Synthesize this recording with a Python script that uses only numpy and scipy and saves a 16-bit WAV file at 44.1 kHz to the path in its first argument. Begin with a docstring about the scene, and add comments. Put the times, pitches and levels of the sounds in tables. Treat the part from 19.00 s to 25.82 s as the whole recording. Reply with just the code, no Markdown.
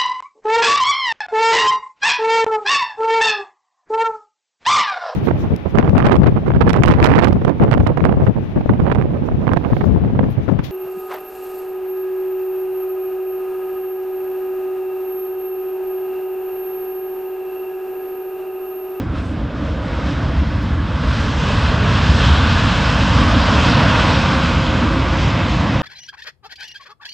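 """A large jet rolls past on a wet runway in reverse thrust, heard from the airport fence.
From the start, shaped noise makes its rumble, its roar and a hiss of fine turbulence and spray in gusty wind.
Blurred engine whines swell and die early on, with a soft rustle and tiny ticks close by.
The blast grows as the jet comes abreast, while the echo off the grass cuts wandering dips in the sound.
A wavering fan tone comes through as the jet draws away, and last a shed briefly combs the rumble."""
import sys
import numpy as np
from scipy import signal
from scipy.io import wavfile
from scipy.ndimage import uniform_filter1d, minimum_filter1d

SR = 44100
rng = np.random.default_rng(int(sys.argv[2]) if len(sys.argv) > 2 else 0)


def pcm_store(signal):
    """Save signal as 16-bit PCM."""
    levels = np.round(np.clip(np.atleast_2d(signal), -1, 1) * 32767)
    wavfile.write(sys.argv[1], SR, levels.astype(np.int16).T)


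N = 300762

FRAME, HOP = 2048, 256  # length and spacing of the noise frames, in samples
HZ = np.fft.rfftfreq(FRAME, 1 / SR)
TIMES = np.arange(N // HOP + 9) * HOP / SR  # time of each frame, in s
T = np.arange(N) / SR  # time of each sample, in s

# strength of the reversed fan air, which drives both roar and hiss: time_s, level_db
BLAST = [(0.03, -35), (0.44, -35), (0.99, -29.5), (1.76, -31), (2.13, -26.5), (2.72, -24), (2.95, -21),
         (3.3, -21.5), (3.9, -21), (4.5, -19.5), (5.0, -18.5), (5.45, -21.5), (5.95, -23.5), (6.8, -25)]
FULL_DB = -19  # the blast near full reverse thrust
# dips where direct sound and ground echo cancel: time_s, low_dip_hz, low_depth (ratio), high_dip_hz
GROUND_DIP = [(0, 385, 0.5, 1960), (0.6, 376, 1.1, 2140), (1.15, 422, 0.94, 2360), (1.8, 390, 0.96, 2320),
              (2.2, 375, 0.75, 2300), (2.85, 345, 0.45, 2170), (3.3, 366, 0.8, 2170),
              (3.85, 377, 1.8, 2060), (4.4, 374, 1, 2070), (5, 388, 1.1, 2050), (5.8, 412, 0.69, 1840),
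              (6.8, 414, 1.3, 1480)]


def gain_of(db):
    """Turns decibels into a factor for the amplitude."""
    return 10 ** (np.asarray(db) / 20)


def evened(x):
    """Scales a signal to an rms of 1."""
    return x / np.sqrt(np.mean(x ** 2) + 1e-20)


def read(points):
    """Reads a spectrum table at every frequency bin, straight on a log-frequency axis."""
    hz, value = np.transpose(points)
    return np.interp(np.log(HZ + 1), np.log(hz + 1), value)


def follow(rows):
    """Reads each column of a time table at every frame."""
    s, *columns = np.transpose(rows)
    return [np.interp(TIMES, s, column)[:, None] for column in columns]


def octaves(centre_hz):
    """Gives the distance of every bin from a centre, in octaves."""
    return np.log2((HZ + 1) / centre_hz)


def bell(distance, spread):
    """A smooth hump: 1 at distance zero, about 0.37 at one spread to either side."""
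    return np.exp(-(distance / spread) ** 2)


def moment(centre_s, spread_s):
    """A smooth hump over the frames: it swells and dies around one moment."""
    return bell(TIMES[:, None] - centre_s, spread_s)


def patches(seconds, width_hz):
    """Random noise smoothed over time and frequency, scaled to an rms of 1."""
    field = rng.standard_normal((len(TIMES), len(HZ)))
    for axis, steps in enumerate([seconds * SR / HOP, width_hz * FRAME / SR]):
        field = uniform_filter1d(field, max(1, round(steps)), axis, mode="wrap")
    return evened(field)


def turbulence(colour_db, level_db):
    """Stereo noise shaped frame by frame: what both sides share is mid, what differs is side."""
    # how wide the sound is: pitch_hz, side_minus_mid_db
    width_curve = [(60, -29.5), (130, -23.5), (250, -22), (400, -32.5), (630, -11), (830, -25.5),
                   (1100, -16.5), (1900, -27.5), (2700, -27.5), (3500, -35.5), (4300, -51), (6900, -54.5),
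                   (7800, -14), (8600, 2.5), (11500, 5), (13000, -13.5)]
    # which side is louder: pitch_hz, left_minus_right_db
    lean_curve = [(60, -.1), (125, -.5), (300, -.8), (550, -2.2), (1000, -1.8), (1700, -.8), (2800, 0)]
    # which side is ahead in phase: pitch_hz, left_lead_radians
    lead_curve = [(60, 0), (250, -0.065), (520, -.2), (800, 0), (3000, 0)]
    a, b, c, d = rng.standard_normal((4, len(TIMES), len(HZ)))
    mid = a + 1j * b
    side = (c + 1j * d) * gain_of(read(width_curve))
    lean = gain_of(read(lean_curve) / 2) * np.exp(.5j * read(lead_curve))
    colour = gain_of(colour_db)
    colour /= np.linalg.norm(colour, axis=-1, keepdims=True)  # colour alone leaves the level unchanged
    frames = np.array([(mid + side) * lean, (mid - side) / lean]) * colour * gain_of(level_db)
    unit_rms = np.sqrt(3 * FRAME / HOP / 8)  # makes up for the overlap of the frames
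    noise = signal.istft(frames.swapaxes(1, 2), nperseg=FRAME, noverlap=FRAME - HOP)[1]
    return unit_rms * noise[:, :N]


def narrow_noise(hz, width_hz):
    """A tone blurred by the moving air into a narrow band of noise around the curve hz."""
    offset_hz = np.fft.fftfreq(N, 1 / SR)
    blur_spectrum = np.fft.fft(rng.standard_normal(N)) / (1 + (2 * offset_hz / width_hz) ** 2)
    carrier = np.exp(2j * np.pi * np.cumsum(hz) / SR)
    return evened((np.fft.ifft(blur_spectrum) * carrier).real)


def air_floor():
    """A thin, steady floor of hiss."""
    # spectrum of the floor: pitch_hz, density_db_per_hz (relative)
    floor_spectrum = [(20, -4), (8000, -11.5), (11500, 25.5), (15500, 16)]
    return turbulence(read(floor_spectrum), level_db=-77.5)


def ground(low_db, high_db):
    """Echoes off the ground partly cancel the direct sound, around two wandering pitches."""
    low_hz, depth, high_hz = follow(GROUND_DIP)
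    formed = np.minimum(TIMES[:, None] / 3.7, 1)  # the upper one takes 3.7 s to form
    low_dip_db = low_db * depth * bell(octaves(low_hz), 0.18)
    high_dip_db = high_db * formed * bell(octaves(high_hz), 0.25)
    return -low_dip_db - high_dip_db


def surges():
    """Brief rises and falls of the rumble in dB, each in its own part of the bass."""
    # surges of the rumble: crest_s, spread_s, centre_hz, lift_db
    surge_rows = [(0.163, 0.13, 90, 2.5), (1.12, 0.06, 100, -3), (2.1, 0.08, 59.6, 2.5),
                  (2.712, 0.052, 95, 2.5), (3.33, 0.11, 90, 2), (3.695, 0.08, 130, 4), (4.22, 0.2, 270, 3),
                  (4.642, 0.1, 105, 2.5), (6.05, 0.071, 105, 2.5), (6.358, 0.069, 136, 3),
                  (6.76, 0.067, 91, 2.5)]
    return sum(db * moment(s, spread_s) * bell(octaves(hz), 0.36) for s, spread_s, hz, db in surge_rows)


def rumble():
    """The largest eddies of the fan air make bass noise, deepest when the jet is abreast."""
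    # level of the rumble before its surges and trim: time_s, level_db
    thrust_curve = [(0, -21.5), (0.55, -24), (0.97, -22), (1.08, -19.5), (2.35, -17), (3.05, -13),
                    (4.1, -15), (4.75, -13), (5.45, -15.5), (6.8, -15.5)]
    # spectrum of the rumble: pitch_hz, density_db_per_hz (relative)
    rumble_spectrum = [(20, -28), (35, -18), (48, -6), (62, 4.5), (80, -0.5), (100, -1), (150, -5.5),
                       (200, -7), (260, -10.5), (315, -13.5), (370, -22.5), (420, -18.5), (520, -47),
                       (900, -120)]
    # the deepest bass swells and sags: time_s, lift_db
    bass_curve = [(.15, 2), (.6, 4), (1.3, 5), (2.1, 1.5), (2.7, 0), (3.2, -4), (3.9, 0), (4.3, 2.5),
                  (5.0, -2), (5.4, -7), (6.15, 3.5), (6.5, -9), (6.8, -5)]
    level_db, = follow(thrust_curve)
    dip_hz = follow(GROUND_DIP)[0]
    abreast = moment(2.82, 1.19)
    tilt_db = 0.24 - 2.0 * abreast  # per octave
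    # the ground echo lifts the rumble just under its dip, most when the jet is far
    shoulder_db = 3.5 * (1 - 0.6 * abreast) * bell(octaves(0.709 * dip_hz), 0.34)
    colour_db = read(rumble_spectrum) + tilt_db * octaves(110) + shoulder_db
    colour_db = colour_db + ground(low_db=7.5, high_db=1.0) + shed()
    swell_db = follow(bass_curve)[0] * bell(octaves(54), 0.32)
    noise = turbulence(colour_db, level_db + swell_db + surges() + 0.86)
    # the microphone passes little of the deepest bass
    bass_cut = signal.butter(2, 48, "high", fs=SR, output="sos")
    return signal.sosfilt(bass_cut, noise)


def gusts():
    """Gusts and lulls in the wind carry the sound better or worse; gives the lift in dB."""
    # gusts (lift above 0) and lulls (below 0): crest_s, spread_s, lift_db
    gust_rows = [(0.073, 0.035, -3.5), (0.18, 0.028, 5), (0.42, 0.09, -0.5), (0.68, 0.035, 1.5),
                 (0.794, 0.049, -2.5), (1.1, 0.045, 2.5), (1.4, 0.2, 0), (1.86, 0.08, -1.3), (2.15, .1, 3),
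                 (2.56, 0.19, 3.5), (2.774, 0.041, -2), (3.27, 0.098, 4.5), (3.646, 0.3, 2.1),
                 (4.65, 0.071, 1), (5.5, 0.17, 1), (6.03, 0.07, -0.5), (6.237, 0.1, 2.5), (6.5, 0.17, 2.5)]
    return sum(db * moment(s, spread_s) for s, spread_s, db in gust_rows)


def roar():
    """Middle-sized eddies from the reversers: brighter as the blast grows, a little patchy over the field."""
    # spectrum of the roar: pitch_hz, density_db_per_hz (relative)
    roar_spectrum = [(220, -31.5), (380, -0.5), (470, -1), (600, -0.5), (690, -2), (780, -5), (940, -0.9),
                     (1140, -0.1), (1250, -1.5), (1350, -2.5), (1500, -0.5), (1820, -5), (2250, -8.5),
                     (2900, -30), (5000, -120)]
    # lift of the low part of the roar: time_s, lift_db
    low_curve = [(0, 2), (0.8, 1.5), (1.4, 1.5), (2.0, 0), (2.9, -0.5), (3.65, -1.5), (4.3, -0.8),
                 (4.9, 0.9), (5.6, -1.5), (6.8, 1.5)]
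    blast_db, = follow(BLAST)
    tilt_db = 0.84 + 0.19 * (blast_db - FULL_DB)  # per octave
    colour_db = read(roar_spectrum) + tilt_db * octaves(900) + ground(low_db=9.0, high_db=4)
    # the body fills out while the exhausts turn toward the fence
    body_db = 2.1 * moment(4.7, 0.62) * bell(octaves(1040), 0.22)
    low_db = follow(low_curve)[0] * bell(octaves(560), 0.6)
    patchy_db = 0.71 * patches(seconds=0.17, width_hz=200) + 0.6 * patches(seconds=.08, width_hz=3900)
    # the wind moves the roar less than the hiss
    return turbulence(colour_db, blast_db + 0.4 * gusts() + body_db + low_db + patchy_db)


def hiss():
    """Fine turbulence and spray: it grows faster than the blast, brightens in gusts, and flickers."""
    # spectrum of the hiss: pitch_hz, density_db_per_hz (relative)
    hiss_spectrum = [(1210, -30.5), (2050, -3), (2270, -3.5), (2550, 3), (2800, 0.3), (3250, 0.5),
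                     (4500, -8), (5100, -8), (5800, -14), (7000, -19), (7600, -21.5), (8530, -29.5),
                     (9200, -42.5), (12000, -95), (20200, -120)]
    blast_db, = follow(BLAST)
    carried_db = 1.32 * (blast_db - FULL_DB) + gusts()
    tilt_db = 0.034 * carried_db + .55  # per octave
    # from 3.5 s on the air takes more and more treble as the jet rolls away
    absorbed_db = 0.89 * np.maximum(TIMES[:, None] - 3.5, 0) * (HZ / 8000) ** 2
    colour_db = read(hiss_spectrum) + tilt_db * octaves(3200) - absorbed_db
    colour_db = colour_db + ground(low_db=-1, high_db=2.5)
    # the ground echo ripples the treble too, with a slight dip at each multiple of the high one
    ripple = np.cos(2 * np.pi * HZ / follow(GROUND_DIP)[2])
    colour_db -= 0.1 * ripple * np.clip(octaves(2500), 0, 1)
    colour_db += 0.85 * patches(seconds=0.23, width_hz=1400)
    flicker_db = 0.67 * patches(seconds=.04, width_hz=6400)
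    return turbulence(colour_db, FULL_DB - 5 + carried_db + flicker_db)


def whines():
    """Blurred engine whines that swell, glide in pitch and vanish before the jet comes abreast."""
    # whines while the intakes still face this way, with the level at the crest of each:
    # start_s, end_s, start_hz, end_hz, width_hz, level_db
    whine_rows = [(-0.62, 1.343, 310, 268, 80, -31.5), (0.089, 1.6, 540, 525, 180, -35.5),
                  (0.04, 0.287, 1300, 1380, 180, -39), (-.3, 0.27, 5200, 8900, 40, -74),
                  (0.79, 1.6, 6250, 6050, 350, -71)]
    out = np.zeros(N)
    for start, end, from_hz, to_hz, width_hz, db in whine_rows:
        progress = np.clip((T - start) / (end - start), 0, 1)
        hz = from_hz + (to_hz - from_hz) * progress
        out += gain_of(db) * np.sin(np.pi * progress) * narrow_noise(hz, width_hz)
    return out


def rustle():
    """One brief, soft brush of treble noise close to the microphone, which flutters as it passes."""
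    # spectrum of the rustle: pitch_hz, density_db_per_hz (relative)
    rustle_spectrum = [(2500, -16), (5000, 0), (7500, 1), (8800, -1), (10500, -31), (15500, -25)]
    flutter_db = 1.5 * patches(seconds=.03, width_hz=6000)
    return bell(T - 0.25, .11) * turbulence(read(rustle_spectrum), -58 + flutter_db)


def ticks():
    """Tiny treble crackles near by: a quick snap in a cluster of uneven grains; fainter ones fall at random."""
    # the clearer ticks, with levels before a shared trim: time_s, level_db
    tick_rows = [(0.2349, -51), (0.2818, -58), (0.3194, -53), (0.6344, -52), (0.7775, -58), (1.303, -59),
                 (1.6272, -45), (1.6706, -49), (1.695, -53), (1.7344, -51), (3.5309, -40), (3.5743, -46),
                 (3.5952, -47), (3.632, -54), (5.05, -54), (5.72, -57), (6.535, -61)]
    faint_count = round(4 * N / SR)  # 4 per second
    faint = [(when * N / SR, -67) for when in rng.random(faint_count)]
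    level = np.zeros(N)
    for s, db in list(tick_rows) + faint:
        near = abs(T - s) < .25
        age = T[near] - s
        snap = np.exp(-abs(age - .0015) / 0.0018)
        cluster = 0.13 * np.exp(-abs(age - .01) / 0.022)
        level[near] += gain_of(db - 10.5) * (snap + cluster)
    falls = rng.random(N) < 4000 / SR  # about 4000 grains per second
    uneven = gain_of(3 * np.minimum(rng.exponential(1, N), 3))
    grains = rng.standard_normal(N) * falls * uneven
    treble_only = signal.butter(3, 10500, "high", fs=SR, output="sos")
    return level * evened(signal.sosfilt(treble_only, grains))


def fan():
    """The fan blade tone from behind the engines: a wavering line in a faint skirt, and a blurred octave."""
    # level of the tone before its parts are mixed: time_s, level_db
    fan_curve = [(4.3, -46), (4.65, -34), (5.4, -33), (6.0, -34.5), (6.8, -35.5)]
    s, db = np.transpose(fan_curve)
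    fade_in = np.clip(T - s[0] + 1, 0, 1)  # over the second before the first point
    level = gain_of(np.interp(T, s, db)) * fade_in
    hz = np.full(N, 537)
    waver = evened(uniform_filter1d(rng.standard_normal(len(TIMES)), size=25))
    line_hz = hz + 2.084 * np.interp(T, TIMES, waver)
    line = np.sqrt(2) * np.sin(2 * np.pi * np.cumsum(line_hz) / SR)
    skirt = narrow_noise(hz, width_hz=30)
    octave = gain_of(-10.5) * narrow_noise(2 * hz, width_hz=40)
    octave += gain_of(-3.0) * narrow_noise(2 * hz, width_hz=370)
    return level * (gain_of(-1.5) * line + gain_of(-5) * skirt + octave)


def shed():
    """A second path around a brick shed combs the rumble; the notch climbs as the detour shortens."""
    centre_s = 6.07
    notch_hz = 201 * 2 ** (1.9 * (TIMES[:, None] - centre_s))  # climbs 1.9 octaves per second
    comb = np.cos(np.pi * HZ / notch_hz) * bell(octaves(1.17 * notch_hz), 0.82)
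    return 4.5 * moment(centre_s, 0.45) * comb  # in dB


def scene():
    """The blast of the jet, its tones slightly to the right, and the faint sounds near by."""
    tones = (whines() + fan()) * gain_of([[-1.1], [1.1]])  # left, right
    return air_floor() + rumble() + roar() + hiss() + tones + rustle() + ticks()


def record(dry):
    """Smoothly turns down any peak above 0.92, then cuts what lies above 15750 Hz."""
    headroom = np.minimum(1, .92 / (abs(dry).max(0) + 1e-9))
    lowest = minimum_filter1d(headroom, size=401)
    smooth_gain = uniform_filter1d(uniform_filter1d(lowest, size=201), size=201)
    low_pass = signal.firwin(401, 15750, window=("kaiser", 9), fs=SR)
    return signal.oaconvolve(dry * smooth_gain, low_pass[None], "same")


dry = scene()
out = record(dry)
pcm_store(out)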